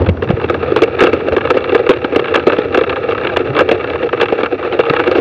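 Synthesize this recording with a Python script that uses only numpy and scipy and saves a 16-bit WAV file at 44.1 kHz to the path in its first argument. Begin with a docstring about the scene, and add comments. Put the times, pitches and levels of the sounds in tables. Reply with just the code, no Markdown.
"""A rough forest trail, heard from a mountain bike by a camera's microphone inside a sealed plastic case.
Closest are the jolts on the case: bright ticks and a hollow shell ring, made by noise ringing resonances.
Loose parts patter on the case between them; farther off, tyre rumble (filtered noise) and
wheel thumps (short low swings) come up through the frame, under a faint treble hiss.
The case dulls the treble, and the hardest knocks overload the microphone."""
import sys
import numpy as np
from scipy import signal
from scipy.io import wavfile
from scipy.ndimage import uniform_filter1d

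SR = 44100
rng = np.random.default_rng(int(sys.argv[2]) if len(sys.argv) > 2 else 0)


def bounce(signal):
    """Save signal as a 16-bit WAV file at the path given by the first command-line argument."""
    frames = np.transpose(np.atleast_2d(signal))
    limited = np.clip(frames, -1, 1)
    pcm = np.round(limited * 32767).astype(np.int16)
    wavfile.write(sys.argv[1], SR, pcm)


N = 229653  # length [samples]

# roughness along the trail: (time [s], rattle level [dB], rumble level [dB])
TRAIL_ROUGHNESS = [(0.0, -24, -11), (0.131, -35, -22), (.35, -23, -23), (0.901, -19, -25),
                   (1.351, -20.5, -26), (1.75, -18.5, -30.5), (2.602, -19.5, -28.5), (3.5, -18.5, -27.5),
                   (4.0, -19, -29), (4.45, -18.5, -34.5), (5.05, -17.5, -31), (5.21, -21, -28)]
# wheel strikes heard through the frame: (time [s], level [dB], pitch [Hz], top of the swing [cycles])
WHEEL_THUMPS = [(.004, -5.5, 86, .75), (0.069, -6, 85.2, 1.7), (0.085, -5, 188, 0.99),
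                (0.101, -7.5, 87.5, 0.77), (.3, 0.5, 170, 0.39), (0.335, -4, 95, .34),
                (1.019, -12, 205, 1.5), (1.312, -18, 75, 1), (1.892, -9.5, 238, 0.68),
                (2.158, -22.5, 109, 0.84), (3.49, -16.5, 130, 1.8), (4.899, -13.5, 140, 0.8)]
# jolts on the case: (time [s], tap level [dB], shell ring level [dB], ring length scale [ms])
CASE_JOLTS = [(0.017, -34.5, 4.5, 3.2), (0.063, -10.5, -10.5, 5.4), (0.089, -7.5, 7, 3.3),
              (0.171, -21.5, -20, 4), (0.223, -9, -1.5, 9.8), (.290, -9.5, -5, 4), (.304, -8, 6.5, 3.7),
              (0.312, -16, -12, 8.4), (0.415, -10.5, -10, 10), (.442, -7.5, 2, 3.8),
              (0.48, -25.5, -13, 4.4), (0.498, -2.5, 0, 8.3), (.543, -6.5, -3.5, 8.4),
              (.627, -11, -2.5, 5.7), (.720, -10.5, 9, 2.86), (.762, 1, 2.5, 11.3), (.820, 0, 8.5, 6.1),
              (0.834, -4, 2, 7.6), (0.992, -5, -7, 5.4), (1.006, 3.5, 3, 17), (1.022, -1, 6.5, 7.2),
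              (1.037, 1.5, 5.5, 8.6), (1.069, 0.5, 6, 4.5), (1.082, -21, -2.5, 7.7), (1.131, -5, 4, 6.9),
              (1.174, -20, 3, 2.3), (1.284, -6, 9, 2.35), (1.322, -6.5, 0.5, 10.5), (1.365, -2.5, 4, 7.7),
              (1.409, -7.5, -12, 3.5), (1.451, -6.5, 1, 4.5), (1.503, 1, 4, 9.1), (1.543, -13, -3, 14),
              (1.569, -6.5, 8, 3.9), (1.694, -7, -3.5, 5), (1.721, -8, -1, 13), (1.748, -1, 6.5, 7.1),
              (1.865, -5.5, -2, 5.6), (1.892, 0, 11.5, 6.9), (1.907, -2.5, 0, 5.3), (2.045, -3.5, 4, 4.2),
              (2.122, -14, -0.5, 5.5), (2.16, -0.5, 8.5, 5), (2.194, -5, 2.5, 5.2), (2.243, -9, -16, 3.3),
              (2.282, -6.5, -8, 3.9), (2.341, -1, 1.5, 3.1), (2.355, 2, 2.5, 7.9), (2.374, -6.5, -3, 7.1),
              (2.468, -2.5, 11, 7.3), (2.498, -5, 1, 3.7), (2.521, -5.5, -5, 15), (2.531, -10.5, 1, 5.1),
              (2.585, -9, 7.5, 3.7), (2.745, -0.5, -1, 8.5), (2.774, -2, 6, 6.7), (2.811, -7, 0, 7.3),
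              (2.837, -5, -1.5, 3.7), (2.896, -5, -20, 2.9), (2.966, -11.5, -9, 3.7),
              (3.088, -9, -0.5, 9.5), (3.121, -7, -4, 8.3), (3.182, -9.5, -1, 1.9), (3.249, -5, 0, 3.5),
              (3.271, -3, -8, 7.1), (3.369, 0, 6, 4), (3.55, -6.5, -11, 7.5), (3.566, -1, -0.5, 9.6),
              (3.590, 3, 1.5, 12.5), (3.606, -0.5, 2, 8.5), (3.69, -3, 5, 3.2), (3.713, -0.5, 7, 7.7),
              (3.843, -8.5, -22, 3), (3.901, -9, -4.5, 7), (3.946, -18, -2.5, 4.5),
              (4.028, -9.5, -3.5, 19.6), (4.130, -5, 0, 5), (4.213, 1, 2, 8.6), (4.228, -1, -0.5, 3.9),
              (4.257, -5.5, -18, 5), (4.285, -7.5, -13, 3.9), (4.323, -10.5, 4.5, 6.5),
              (4.386, -13, -5, 11), (4.409, -11, -5.5, 5), (4.433, -3.5, 6.5, 3.3), (4.460, -4, -8.5, 5),
              (4.648, -14, -1, 4.7), (4.725, -11, -4, 11), (4.791, -3.5, 7.5, 7.4), (4.898, 2, 2.5, 2.3),
              (4.908, -26, 12, 1.8), (4.936, -4.5, 5, 3.5), (4.964, -3, -2, 4), (4.995, -3.5, -4, 5.7),
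              (5.038, -6.5, -3, 4.4), (5.075, -4.5, .5, 10), (5.114, -5.5, -2, 7.8), (5.154, -5, 1.5, 20.6),
              (5.182, -9.5, 5.5, 4.7)]
# hollow low resonances of the case shell: (frequency [Hz], width [Hz], level [dB])
SHELL_MODES = [(268.7, 31.6, -9), (361.9, 48, 3), (390.9, 55, 2.5), (466.7, 54.2, 5), (516.7, 68, 1.5),
               (579, 77, -5), (814, 32, -15.5)]
# middle resonances of the case: (frequency [Hz], width [Hz], level [dB])
CLACK_MODES = [(832, 147, -7.5), (1251, 168, 3), (1386, 460, -1.5), (1638, 220, -1.5)]
# bright upper resonances of the case: (frequency [Hz], width [Hz], level [dB])
TICK_MODES = [(2040, 155, -2.5), (2265, 142, 3.5), (2712, 136, 4.5), (3410, 486, -7), (4250, 950, -18.5),
              (5800, 210, -28.5)]
# low resonances of the bike frame: (frequency [Hz], width [Hz], level [dB])
FRAME_MODES = [(82, 22, -6), (136.8, 11, -9.5), (215, 190, -21)]
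# narrow bands of the treble hiss: (frequency [Hz], width [Hz], level [dB])
HISS_BANDS = [(4480, 330, -0.5), (5800, 350, 4.5)]

RATTLE_BRIGHT_DB, BRIGHT_PER_DB = 3, 0.37  # upper modes on a -19 dB stretch; rougher ground is brighter
SHELL_START_S = -.0008  # start of the shell's swell, from the jolt's time
TAP_START_S = -.001  # start of a tap, from its given time
TICK_SPREAD_DB = 4  # taps fall at random nearer the middle or the upper modes
THIN_DB = -20.5  # brief ticks of the highest modes alone, against their tap
REBOUND_DB, REBOUND_SPREAD_DB = -6.5, 3  # the camera shuffles around each tap
REBOUND_MS, REBOUND_SCATTER_MS = 5.5, 9
STRAY_COUNT, STRAY_DB, STRAY_SPREAD_DB = 70, 7.5, 3  # small stray taps, level above the rattle
CASE_HZ, BASS_CUT_HZ, TOP_HZ = 4000., 60., 15800  # treble limit of the case, then limits of the microphone


def undb(db):
    """Decibels to gain."""
    return 10 ** (np.asarray(db) / 20)


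def ring(x, modes):
    """Sum of two-pole resonances, alternate signs so that valleys stay filled."""
    out = 0
    for k, (hz, width, db) in enumerate(modes):
        radius = np.exp(-np.pi * max(width, 5) / SR)
        angle = 2 * np.pi * hz / SR
        poles = [1, -2 * radius * np.cos(angle), radius * radius]
        mode = signal.lfilter([1, 0, -1], poles, x)
        out = out + (-1) ** k * undb(db) * (1 - radius) * mode
    return out


def unit(x):
    """Scale to rms 1."""
    return x / np.sqrt(np.mean(x ** 2))


def place(times, sounds):
    """Lay short sounds out at their times."""
    out = np.zeros(N + sounds.shape[1])
    for s, sound in zip(times, sounds):
        i = int(np.clip(s * SR, 0, N - 1))
        out[i:i + len(sound)] += sound
    return out[:N]


def grit(rate, spread_db, smear_ms):
    """Force envelope of random small impacts of unequal size, each a short scrape, over a steady rub."""
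    size = np.minimum(rng.exponential(size=N), 1.9)
    hits = (rng.random(N) < rate / SR) * undb(spread_db * size)
    fade = np.exp(-1000 / (smear_ms * SR))
    scrapes = signal.lfilter([1], [1, -fade], hits)
    return uniform_filter1d(scrapes, size=88) + 0.45  # 2 ms smoothing, then the rub


def rattle(db, bright_db):
    """Loose parts patter on the case all the time; the same patter rings all its modes."""
    patter = grit(rate=260, spread_db=2.2, smear_ms=6.1) * rng.standard_normal(N)
    clack = undb(-14) * unit(ring(patter, CLACK_MODES))
    tick = undb(-18.5) * unit(ring(patter, TICK_MODES))
    shell = unit(ring(patter, SHELL_MODES))
    return undb(db) * (shell + undb(bright_db) * (clack + tick))


def rumble(db):
    """Tyre knobs on dirt shake the frame: broad low noise rings its modes."""
    shaking = ring(rng.standard_normal(N), [(117, 630, 0)])
    return undb(db) * unit(ring(shaking, FRAME_MODES))


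def treble_hiss():
    """A faint steady hiss: noise through two narrow treble bands."""
    hiss = ring(rng.standard_normal(N), [(5200, 2500, 0)])
    return undb(-55) * unit(ring(hiss, HISS_BANDS))


def thumps():
    """A wheel strikes a root or stone: a short low swing that grows to its top and dies."""
    s, db, hz, top = np.transpose(WHEEL_THUMPS)[:, :, None]
    cycles = np.arange(8192) / SR * hz
    envelope = cycles / top * np.exp(1 - cycles / top)
    swing = np.sin(2 * np.pi * cycles) * envelope
    return place(s[:, 0], undb(db) * swing)


def blows(modes, rise, fall, length_ms, db, snap):
    """A first snap, then a rough contact force that swells and dies over its length, ring the modes."""
    ms = np.arange(4096) / SR * 1000
    age = ms / np.maximum(length_ms, .3)[:, None]
    envelope = (1 - np.exp(-age / rise)) * np.exp(-age ** fall)
    force = envelope * rng.standard_normal(age.shape)
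    force[:, 0] = snap * np.sqrt(np.sum(force ** 2, axis=1))
    sound = ring(force, modes)
    peak = uniform_filter1d(np.abs(signal.hilbert(sound)), size=64).max(axis=1)
    return sound * (undb(db) / peak)[:, None]


def taps(s, db):
    """Each tap splits its energy between the middle and the upper modes; harder taps last longer."""
    tick_db, thin_db = TICK_SPREAD_DB * rng.standard_normal((len(s), 2)).T
    length_ms = 3.43 * undb(0.13 * db)
    clack = blows(CLACK_MODES, 0.28, 0.76, length_ms, db - tick_db / 2 - 6.0, snap=0.38)
    tick = blows(TICK_MODES, 0.42, 1.0, 0.95 * length_ms, db + tick_db / 2 - 11.0, snap=0.52)
    thin = blows(TICK_MODES[3:], 0.13, 0.87, 0.43 * length_ms, db + thin_db + THIN_DB, snap=0.32)
    return place(s + TAP_START_S, clack + tick + thin)


def chatter():
    """Each jolt's tap, a bounce close by that is weaker still for soft taps, and strays along the trail."""
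    s, db, _, _ = np.transpose(CASE_JOLTS)
    late, size = rng.standard_normal((len(s), 2)).T
    bounce_s = s + (REBOUND_MS + REBOUND_SCATTER_MS * late) / 1000
    bounce_db = 1.5 * db + REBOUND_DB + REBOUND_SPREAD_DB * size
    when, rough_db, _ = np.transpose(TRAIL_ROUGHNESS)
    stray_s = rng.random(STRAY_COUNT) * N / SR
    stray_db = np.interp(stray_s, when, rough_db) + STRAY_DB
    stray_db = stray_db + STRAY_SPREAD_DB * rng.standard_normal(STRAY_COUNT)
    return taps(s, db) + taps(bounce_s, bounce_db) + taps(stray_s, stray_db)


def knocks():
    """The shell swells quickly, rings evenly while pressed and is damped as the mount lets go."""
    s, _, db, length_ms = np.transpose(CASE_JOLTS)
    tone = ring(rng.standard_normal((len(s), 6144)), SHELL_MODES)[:, 2048:]  # skip the build-up
    swing = np.abs(signal.hilbert(tone))
    even = tone / (swing + 0.74 * np.mean(swing))  # levels out the swings of the noise
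    ms = np.arange(4096) / SR * 1000
    swell = 1 - np.exp(-(ms / 2.87) ** 2)
    damping = np.exp(-(ms / (2.22 * length_ms[:, None])) ** 2.32)
    return place(s + SHELL_START_S, undb(db)[:, None] * swell * damping * even)


def aftershake(jolts, fade_ms, share):
    """Hard jolts leave the loose parts shaking for a moment: a gain that follows them and fades."""
    fade = np.exp(-1000 / (fade_ms * SR))
    return 1 + share * signal.lfilter([1 - fade], [1, -fade], np.tanh(np.abs(jolts)))


def scene():
    """The sealed case dulls the treble of all that comes through it to the microphone."""
    when, rattle_db, rumble_db = np.transpose(TRAIL_ROUGHNESS)
    t = np.arange(N) / SR
    rattle_db = np.interp(t, when, rattle_db)
    rumble_db = np.interp(t, when, rumble_db)
    jolts = knocks() + chatter()
    bright_db = RATTLE_BRIGHT_DB + BRIGHT_PER_DB * (rattle_db + 19)
    loose = rattle(rattle_db, bright_db) * aftershake(jolts, fade_ms=6.6, share=1.4)
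    through = jolts + thumps() + loose + rumble(rumble_db) + treble_hiss()
    case = signal.butter(4, CASE_HZ, fs=SR, output="sos")
    return signal.sosfilt(case, through)[None]


def record(dry):
    """The microphone's bass is cut; its input stage rounds, then clips the peaks; the top is cut last."""
    bass_cut = signal.butter(2, BASS_CUT_HZ, "high", fs=SR, output="sos")
    thin = signal.sosfilt(bass_cut, dry)
    knee = 9.3  # higher is a sharper bend into overload
    rounded = thin / (1 + np.abs(thin / 1.02) ** knee) ** (1 / knee)
    top_cut = signal.ellip(8, .2, 70, TOP_HZ, fs=SR, output="sos")
    return signal.sosfilt(top_cut, np.clip(rounded, -1, 1))


dry = scene()
out = record(dry)
bounce(out)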